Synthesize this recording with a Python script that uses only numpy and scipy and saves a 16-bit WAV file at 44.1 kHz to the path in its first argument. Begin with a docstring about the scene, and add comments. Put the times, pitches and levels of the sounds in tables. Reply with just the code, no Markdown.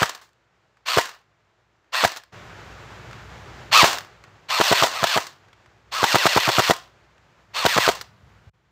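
"""Airsoft rifle in woodland

An electric airsoft rifle fires single shots, then short bursts, right at the microphone. Each time
the gears whine as they wind the spring, air pops from the muzzle, and the piston slams and rebounds.
The gears coast and the latch clicks; trees return a faint tail over distant rumble and rustling air."""
import sys
import numpy as np
from scipy import signal
from scipy.io import wavfile
from scipy.ndimage import uniform_filter1d, minimum_filter1d

SR = 44100
rng = np.random.default_rng(int(sys.argv[2]) if len(sys.argv) > 2 else 0)


def log_audio(samples):
    """Write samples as a 16-bit WAV file to the path given in sys.argv[1]."""
    # one column per channel
    frames = np.atleast_2d(samples).T
    # limit to full scale, then quantise
    limited = np.clip(frames, -1, 1)
    pcm = np.round(limited * 32767).astype(np.int16)
    wavfile.write(sys.argv[1], SR, pcm)


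N = 384111


def gain_of(db):
    """Decibels to amplitude."""
    return 10 ** (np.asarray(db) / 20)


def unit_rms(x):
    """Scales to rms 1."""
    return x / np.sqrt(np.mean(x ** 2) + 1e-20)


def seconds(length):
    """A time axis."""
    return np.arange(int(length * SR)) / SR


def add(mix, s, sound):
    """Mixes a sound in at a time, which may lie before the start."""
    start = round(s * SR)
    sound = sound[max(-start, 0):]
    part = mix[max(start, 0):][:len(sound)]
    part += sound[:len(part)]


def colour(x, spectrum, size=4096):
    """Shapes a sound with a minimum-phase filter of energy 1."""
    hz, db = np.transpose(spectrum)
    bin_hz = abs(np.fft.fftfreq(size, 1 / SR))
    log_gain = np.log(gain_of(np.interp(np.log(bin_hz + 1), np.log(hz + 1), db)))
    pulse = np.fft.ifft(np.exp(np.conj(signal.hilbert(log_gain)))).real
    return signal.oaconvolve(x, pulse / np.linalg.norm(pulse))[:len(x)]


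def resonate(x, modes):
    """Adds resonances to a sound."""
    return x + sum(gain_of(db) * signal.lfilter(*signal.iirpeak(hz, hz / width, fs=SR), x)
                   for hz, width, db in modes)


def wander(length, hz):
    """A random drift of rms 1 that changes at about the given rate."""
    knots = rng.standard_normal(int(length * hz / SR) + 2)
    return unit_rms(np.interp(np.arange(length) * hz / SR, np.arange(len(knots)), knots))


# air rustling around the microphone: (frequency [Hz], level [dB])
AIR_SPECTRUM = [(130, -38.5), (220, -9.5), (293, -7), (344, -1.5), (383, -2.5), (483, -4), (538, -4),
                (1460, -4), (6230, -22), (7190, -22.5), (9410, -41), (13900, -42), (15800, -44.5)]
# rumble from far off: (frequency [Hz], level [dB])
RUMBLE_SPECTRUM = [(20, -23.5), (42, -11.5), (57, 1.5), (80, -7.5), (113, 1.5), (170, -5), (230, -13),
                   (450, -48)]
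# a distant drone inside the rumble: (frequency [Hz], width [Hz], level [dB])
DRONE_MODES = [(60.6, 3.7, 4), (101, 7.1, 0)]
# the background level jumps, settles, and briefly drops out near the end: # (time [s], air level [dB], rumble
# level [dB], settling time [s])
BED_LEVELS = [(2.32, -44.5, -45.5, 0.004), (3.7, -59.5, -61.5, 0.46), (7.2, -59.5, -54.5, 0.57),
              (8.497, -94, -92, .002), (8.532, -69, -65.5, .003)]

def woodland_bed(flutter_db=0.77, gust_db=0.6):
    """Rustling air and a distant droning rumble settle from one level to the next."""
    t = np.arange(N) / SR
    air_db, rumble_db = -67, -71  # opening levels
    for s, next_air_db, next_rumble_db, settle_s in BED_LEVELS:
        settled = 1 - np.exp(-np.maximum(t - s, 0) / settle_s)
        air_db = air_db + (next_air_db - air_db) * settled
        rumble_db = rumble_db + (next_rumble_db - rumble_db) * settled
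    air = unit_rms(colour(rng.standard_normal(N), AIR_SPECTRUM))
    air *= gain_of(air_db + flutter_db * wander(N, 25))
    rumble = unit_rms(resonate(colour(rng.standard_normal(N), RUMBLE_SPECTRUM), DRONE_MODES))
    return air + rumble * gain_of(rumble_db + gust_db * wander(N, 18))


def blend(from_rest, mid_burst, momentum):
    """A value between that for a motor at rest (momentum 0) and in mid-burst (1)."""
    return from_rest + (mid_burst - from_rest) * momentum


def tooth_rate(tension, momentum):
    """The motor runs up to its top speed, then the tightening spring drags it down."""
    start_hz = blend(470.2, 1200, momentum)
    top_hz = blend(1304, 2003, momentum)
    loaded_hz = blend(940, 1133, momentum)
    crest = blend(.58, .38, momentum)  # tension at top speed
    run_up = np.sin(np.pi / 2 * np.minimum(tension / crest, 1))
    drag = (np.maximum(tension - crest, 0) / (1 - crest)) ** 1.5
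    return start_hz + (top_hz - start_hz) * run_up - (top_hz - loaded_hz) * drag


TEETH = 10  # per motor turn

def gear_mesh(tooth_hz, rough, throb_db, count=130):
    """Uneven teeth repeat each motor turn and scrape once a tooth; gives sound and teeth passed."""
    turns = np.cumsum(tooth_hz * (1 + .006 * wander(len(tooth_hz), 300))) / SR / TEETH
    orders = np.arange(2, count)[:, None]
    partials = np.cos(2 * np.pi * (orders * turns + rng.random(orders.shape)))
    in_band = orders * tooth_hz / TEETH < SR / 2
    sizes = rng.rayleigh(1, orders.shape) * np.sqrt(1 - orders / count)
    buzz = unit_rms((sizes * partials * in_band).sum(0))
    bite = .5 + np.exp(-(turns * TEETH % 1) / .25)
    scrape = unit_rms(bite * rng.standard_normal(len(turns)))
    grind = np.sqrt(1 - rough) * buzz + np.sqrt(rough) * scrape
    return unit_rms(grind * gain_of(throb_db * wander(len(turns), 600))), turns * TEETH


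# the gearbox grinding, heard close up: (frequency [Hz], level [dB])
GRIND_SPECTRUM = [(88, -56), (150, -31), (226, -31.5), (321, -26.5), (598, -8), (817, -7), (1050, -2),
                  (1360, -6), (1850, -7.5), (2170, -6.5), (4370, -6.5), (8470, -18), (9900, -28),
                  (14900, -18), (15800, -33.5)]
# resonances of the gearbox shell: (frequency [Hz], width [Hz], level [dB])
SHELL_MODES = [(680, 37, -8.5), (1086, 16, -2.5), (1880, 37, -5.5), (2750, 350, -3), (3450, 120, -6.5),
               (4310, 150, -2)]
# the main shell resonance, swelling the whine that glides by: (frequency [Hz], width [Hz], level [dB])
WHINE_MODE = [(1060, 150, -4)]
PICKUP_S, LET_GO_S = 0.028, .017  # the gear catches the piston after a slam, lets go before the next

def wind_up(length, momentum, whine_db, unload_db=-7):
    """The gears grind and whine as the spring tightens, and ease off when they let the piston go."""
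    t = seconds(length)
    tension = np.minimum(t / (length - LET_GO_S), 1)
    slack = np.clip((PICKUP_S - t) / .004, 0, 1)
    released = np.clip((t - length + LET_GO_S) / .006, 0, 1)
    grind, teeth = gear_mesh(tooth_rate(tension, momentum), rough=.42, throb_db=2.1)
    grind = unit_rms(resonate(colour(grind, GRIND_SPECTRUM), SHELL_MODES))
    phase = 2 * np.pi * (teeth + .04 * wander(len(t), 500))
    whine = sum(gain_of(db + 3 * wander(len(t), 220)) * np.sin(harmonic * phase)
                for harmonic, db in [(1, 0), (2, -9), (3, -17)])
    load_db = -6 - 4 * (1 - tension) ** 2 + unload_db * (slack + released)
    whine = resonate(unit_rms(whine) * gain_of(whine_db + load_db), WHINE_MODE)
    attack = 1 - (1 - momentum) * np.exp(-(t / .016) ** 2)
    level = attack * gain_of(blend(-3, -4.5, momentum) * slack + unload_db * released)
    return (grind + whine) * level * signal.windows.tukey(len(t), .04)


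# shots right at the microphone: (slam time [s], gear level [dB], whine trim [dB], blow trim [dB])
SHOT_CYCLES = [ (0.0292, -24.5, -7, -4), (0.9827, -23.5, -3, -0.5), (2.0480, -23, -4.5, 1),
               (3.8411, -11.5, 3, 0.5), (4.6110, -22, 2.5, -3), (4.7247, -19.5, -1.5, 1),
               (4.8340, -20, -2, 2), (5.0406, -29.5, 2.5, -5.5), (5.1752, -22.5, -2.5, -7),
               (6.0401, -25.5, 1, -2), (6.1551, -22, 0.5, -0.5), (6.2653, -21.5, 0, 1),
               (6.3734, -22, -5.5, -0.5), (6.4899, -22.5, -3, -7), (6.5935, -22.5, -4.5, -1),
               (6.7074, -22.5, -4, -1), (7.6618, -25.5, -0.5, 0), (7.7771, -23, -0.5, -4.5),
               (7.8879, -21, -2, -2)]

def cycles(full_rate_s=.122, stopped_s=.16, wind_from_rest_s=0.13):
    """Each shot with the length of its wind-up and the momentum (0-1) left from the shot before."""
    gaps = np.diff([row[0] for row in SHOT_CYCLES], prepend=-1)
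    momentum = np.interp(gaps, [full_rate_s, stopped_s], [1, 0])
    return zip(SHOT_CYCLES, np.where(momentum > 0, gaps, wind_from_rest_s), momentum)


def chatter(t, t60, spread_db):
    """A dying swarm of tiny contacts of uneven size, energy 1."""
    swarm = rng.standard_normal(len(t)) * gain_of(spread_db * wander(len(t), 2000) - 60 * t / t60)
    return swarm / np.linalg.norm(swarm)


# small loose parts, heard close up: (frequency [Hz], level [dB])
RATTLE_SPECTRUM = [(100, -29.5), (300, -14), (700, -5), (1050, -1), (1300, -3), (1700, -4), (2400, -8.5),
                   (4300, -6), (7500, -11), (10000, -23), (15000, -18.5)]

def click(t60, spectrum=RATTLE_SPECTRUM):
    """A small part snaps home, peak 1."""
    snap = colour(chatter(seconds(.15), t60, spread_db=0.5), spectrum)
    return snap / abs(snap).max()


def thud(hz, t60):
    """A soft low push through the stock."""
    t = seconds(.15)
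    return np.sin(2 * np.pi * hz * t) * gain_of(-60 * t / t60) * (1 - np.exp(-t / 0.0054))


# the spring's dull kick: (frequency [Hz], level [dB])
KICK_SPECTRUM = [(30, -28), (80, -4), (130, 2), (250, -3), (700, -5), (1400, -12), (3000, -28),
                 (12000, -55)]

def spring_release(out, slam_s, gear_db):
    """The gear lets go with a click, and the freed spring shoves the rifle back as the piston flies."""
    add(out, slam_s - .0158, gain_of(gear_db + 9) * click(t60=0.011))
    add(out, slam_s - .0135, gain_of(gear_db + 5) * thud(hz=142, t60=0.03))
    flight = np.hanning(int(.014 * SR))
    shove = np.pad(rng.standard_normal(len(flight)) * flight, (0, SR // 20))
    add(out, slam_s - .018, gain_of(3) * colour(shove / np.linalg.norm(shove), KICK_SPECTRUM))


# receiver and barrel modes: (frequency [Hz], level [dB], t60 [s])
RECEIVER_MODES = [(192, -18.5, 0.033), (400, -8, 0.0089), (708, 4, .03), (950, -0.5, 0.085),
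                  (1270, 0, 0.016), (1530, -7, 0.025), (1945, -8, 0.093), (3080, -15, .012),
                  (4270, -15, .02)]

def blow(spectrum, ring_db, chatter_db, chatter_t60):
    """A sharp push, the ring of the receiver, and loose parts shaken by it."""
    t = seconds(.08)
    push = signal.unit_impulse(len(t)) + gain_of(chatter_db) * chatter(t, chatter_t60, spread_db=-1.5)
    ring = sum(gain_of(db - 60 * t / t60) * np.sin(2 * np.pi * hz * rng.normal(1, 0.019) * t)
               for hz, db, t60 in RECEIVER_MODES)
    return -colour(push, spectrum) - gain_of(ring_db) * ring / np.linalg.norm(ring)


# air leaving the muzzle beside the microphone: (frequency [Hz], level [dB])
POP_SPECTRUM = [(30, -30), (70, -11.5), (120, -3), (190, -8.5), (250, -9), (340, -1.5), (680, -2.5),
                (880, -6.5), (1220, 1), (1700, -14.5), (2600, -18), (5000, -25.5), (10000, -51.5),
                (15000, -46.5)]

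def muzzle_pop(out, slam_s, blow_db):
    """The flying piston drives air out of the muzzle, and the nozzle clicks."""
    pop = blow(POP_SPECTRUM, ring_db=-9, chatter_db=-2.5, chatter_t60=0.014)
    add(out, slam_s - .0093, gain_of(blow_db + 9.5) * pop)
    add(out, slam_s - .0075, gain_of(blow_db - 12) * click(t60=0.099))


# the piston on the cylinder head, heard close up: (frequency [Hz], level [dB])
SLAM_SPECTRUM = [(30, -32.5), (100, -11), (185, -8), (270, -9), (400, -2), (850, 0.5), (1800, -5),
                 (2400, -11.5), (3300, -8.5), (5200, -17), (8000, -21.5), (10000, -33), (15000, -27)]

def piston_slam(out, s, blow_db):
    """The piston squeezes trapped air, hits in a stutter, jolts the stock and shakes loose parts."""
    add(out, s - .0007, gain_of(blow_db - 5) * np.hanning(32))  # air cushion
    for lag_s, db in [(0, 15), (.0014, 4), (.0027, 8.5)]:
        contact_s = s + lag_s + rng.normal(0, .0001)
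        contact = blow(SLAM_SPECTRUM, ring_db=-5.5, chatter_db=-0.5, chatter_t60=0.023)
        add(out, contact_s, gain_of(blow_db + db) * contact)
    add(out, s - .002, gain_of(blow_db - 19) * thud(hz=214, t60=0.027))
    add(out, s, gain_of(blow_db - 14) * click(t60=0.063))


def piston_rebound(out, s, rebound_db):
    """The piston bounces off the cylinder head and settles."""
    bounce = blow(POP_SPECTRUM, ring_db=-7, chatter_db=2.5, chatter_t60=0.0051)
    settle = blow(SLAM_SPECTRUM, ring_db=-3.5, chatter_db=2.5, chatter_t60=0.0076)
    add(out, s, gain_of(rebound_db + 9) * bounce)
    add(out, s + 0.003, gain_of(rebound_db + 4) * settle)


def shots():
    """Each shot: release, pop, slam, rebound, and a click as the gear catches the piston again."""
    out = np.zeros(N)
    for (s, gear_db, _, blow_db), _, momentum in cycles():
        bounce_s = blend(0.0046, .0072, momentum) * rng.uniform(.85, 1.15)
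        spring_release(out, s, gear_db)
        muzzle_pop(out, s, blow_db)
        piston_slam(out, s, blow_db)
        piston_rebound(out, s + bounce_s, rebound_db=blend(-14.5, -8, momentum))
        add(out, s + PICKUP_S, gain_of(blow_db - 17) * click(t60=0.038))
    return out


# the stock humming while the gears run loose: (frequency [Hz], width [Hz], level [dB])
STOCK_MODES = [(734, 80, -2), (1095, 32, -7.5), (1810, 88, -11.5), (2760, 120, -1.5)]

def coast(tooth_hz=1133, fall_db_per_s=99.5, braking_db=45):
    """Unloaded gears slow down; the latch ticks over them once a motor turn."""
    t = seconds(.35)
    rattle, teeth = gear_mesh(tooth_hz * np.exp(-t / .22), rough=.6, throb_db=1.6)
    ticks_db = 4.5 * np.exp(-(teeth / TEETH % 1) / .15) * (1 + .5 * wander(len(t), 80))
    rattle = colour(rattle * gain_of(ticks_db), RATTLE_SPECTRUM)
    friction_db = braking_db * (t / t[-1]) ** 2  # the last turns die quickly
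    return unit_rms(resonate(rattle, STOCK_MODES)) * gain_of(-fall_db_per_s * t - friction_db)


# the motor coasts when the trigger is let go: (time [s], level [dB])
RUN_DOWNS = [(.035, -29), (0.987, -26), (2.054, -30), (3.845, -14.5), (4.842, -22.5), (5.182, -30),
             (6.715, -35), (7.896, -30)]

def gears():
    """The gears wind up before every shot and run down after a single shot or a burst."""
    out = np.zeros(N)
    for (s, gear_db, whine_db, _), length, momentum in cycles():
        add(out, s - length, gain_of(gear_db) * wind_up(length, momentum, whine_db))
    for s, db in RUN_DOWNS:
        add(out, s, gain_of(db) * coast())
    return out


# latch and trigger, close up, as the gears stop: (time [s], peak level [dB], t60 [s])
LATCH_CLICKS = [(.094, -18.5, 0.033), (.149, -28, .05), (.175, -40, .02), (.214, -39.5, 0.21),
                (.271, -55, .015), (.291, -52, .015), (.332, -53, .015), (1.056, -21, 0.027),
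                (1.091, -25, .05), (2.119, -19, .025), (2.162, -25.5, 0.059), (2.170, -22, 0.059),
                (2.236, -36, 0.017), (3.859, -13, 0.045), (3.930, -11, 0.034), (3.985, -14.5, 0.018),
                (5.268, -25.5, .03), (6.764, -27, 0.04), (7.952, -24.5, 0.054), (8.012, -20, 0.036)]
# stock and sling as the rifle moves by the microphone: (time [s], peak level [dB], t60 [s])
STOCK_KNOCKS = [(.77, -51.5, 0.036), (1.844, -55, 0.018), (3.111, -30.5, .02), (3.13, -30, 0.029),
                (4.239, -36, 0.02), (4.248, -41, 0.02), (5.484, -47, 0.044), (5.53, -42, 0.032),
                (5.66, -41.5, 0.029), (7.18, -46, .02)]
# the plastic sound of those knocks: (frequency [Hz], level [dB])
KNOCK_SPECTRUM = [(200, -18), (600, -1.5), (1500, 4), (3500, -7.5), (7500, -14), (10000, -31),
                  (15000, -28.5)]
# hands shifting on the stock: (time [s], level [dB])
HAND_BUMPS = [(8.135, -49), (8.229, -34), (8.468, -29.5)]

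def handling():
    """Latch and trigger snap home, the sling knocks, and hands bump the stock."""
    out = np.zeros(N)
    for s, db, t60 in LATCH_CLICKS:
        add(out, s, gain_of(db) * click(t60))
    for s, db, t60 in STOCK_KNOCKS:
        add(out, s, gain_of(db) * click(t60, KNOCK_SPECTRUM))
    for s, db in HAND_BUMPS:
        add(out, s, gain_of(db) * thud(hz=92, t60=0.054))
    return out


# spring and barrel, ringing on after the gears stop: (frequency [Hz], level [dB], t60 [s])
METAL_MODES = [(1051, -1, 0.31), (1767, -8, 0.32), (2191, -12.5, 0.38), (2680, -3, .2), (4440, -12, .4)]

def metal_ring(rifle, ring_db=-36):
    """Every blow and scrape sets the metal parts singing faintly."""
    t = seconds(.6)
    ring = sum(gain_of(db - 60 * t / t60) * np.sin(2 * np.pi * hz * t) for hz, db, t60 in METAL_MODES)
    return gain_of(ring_db) * signal.oaconvolve(rifle, ring / np.linalg.norm(ring))[:N]


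# what the surrounding trees send back to the microphone: (frequency [Hz], level [dB])
ECHO_SPECTRUM = [(100, -14.5), (400, -11), (1050, -7.5), (2200, -2.5), (5000, -1), (10000, -14.5)]

def tree_echo(rifle, wet_db=-28, t60=0.31, echoes_per_s=2500):
    """Trunks and leaves scatter a thin tail."""
    t = seconds(.8)
    echoes = rng.standard_normal(len(t)) * (rng.random(len(t)) < echoes_per_s / SR)
    tail = colour(echoes * gain_of(-60 * t / t60) * (1 - np.exp(-t / 0.029)), ECHO_SPECTRUM)
    return gain_of(wet_db) * signal.oaconvolve(rifle, tail / np.linalg.norm(tail))[:N]


# fuller mids until the rifle is raised to the eye: (frequency [Hz], width [Hz], level [dB])
HELD_LOW_MODE = [(1710, 570, -9.5)]

def scene(raised_s=2.3):
    """One microphone at the rifle, with trees all around and the rumble far off."""
    rifle = gears() + shots() + handling()
    rifle = np.where(np.arange(N) / SR < raised_s, resonate(rifle, HELD_LOW_MODE), rifle)
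    return (rifle + metal_ring(rifle) + tree_echo(rifle) + woodland_bed())[None]


def record(dry, ceiling=0.88, low_cut_hz=56, high_cut_hz=15650):
    """The microphone feeds a low cut, a fast limiter for the loudest blows, and a steep high cut."""
    thinned = signal.sosfilt(signal.butter(4, low_cut_hz, "highpass", fs=SR, output="sos"), dry)
    allowed_gain = np.minimum(1, ceiling / (abs(thinned) + 1e-9))
    limited = thinned * uniform_filter1d(minimum_filter1d(allowed_gain, size=90), size=90)
    high_cut = signal.firwin(511, high_cut_hz, window=("kaiser", 9), fs=SR)
    return signal.oaconvolve(limited, high_cut[None], "same")


dry = scene()
out = record(dry)
log_audio(out)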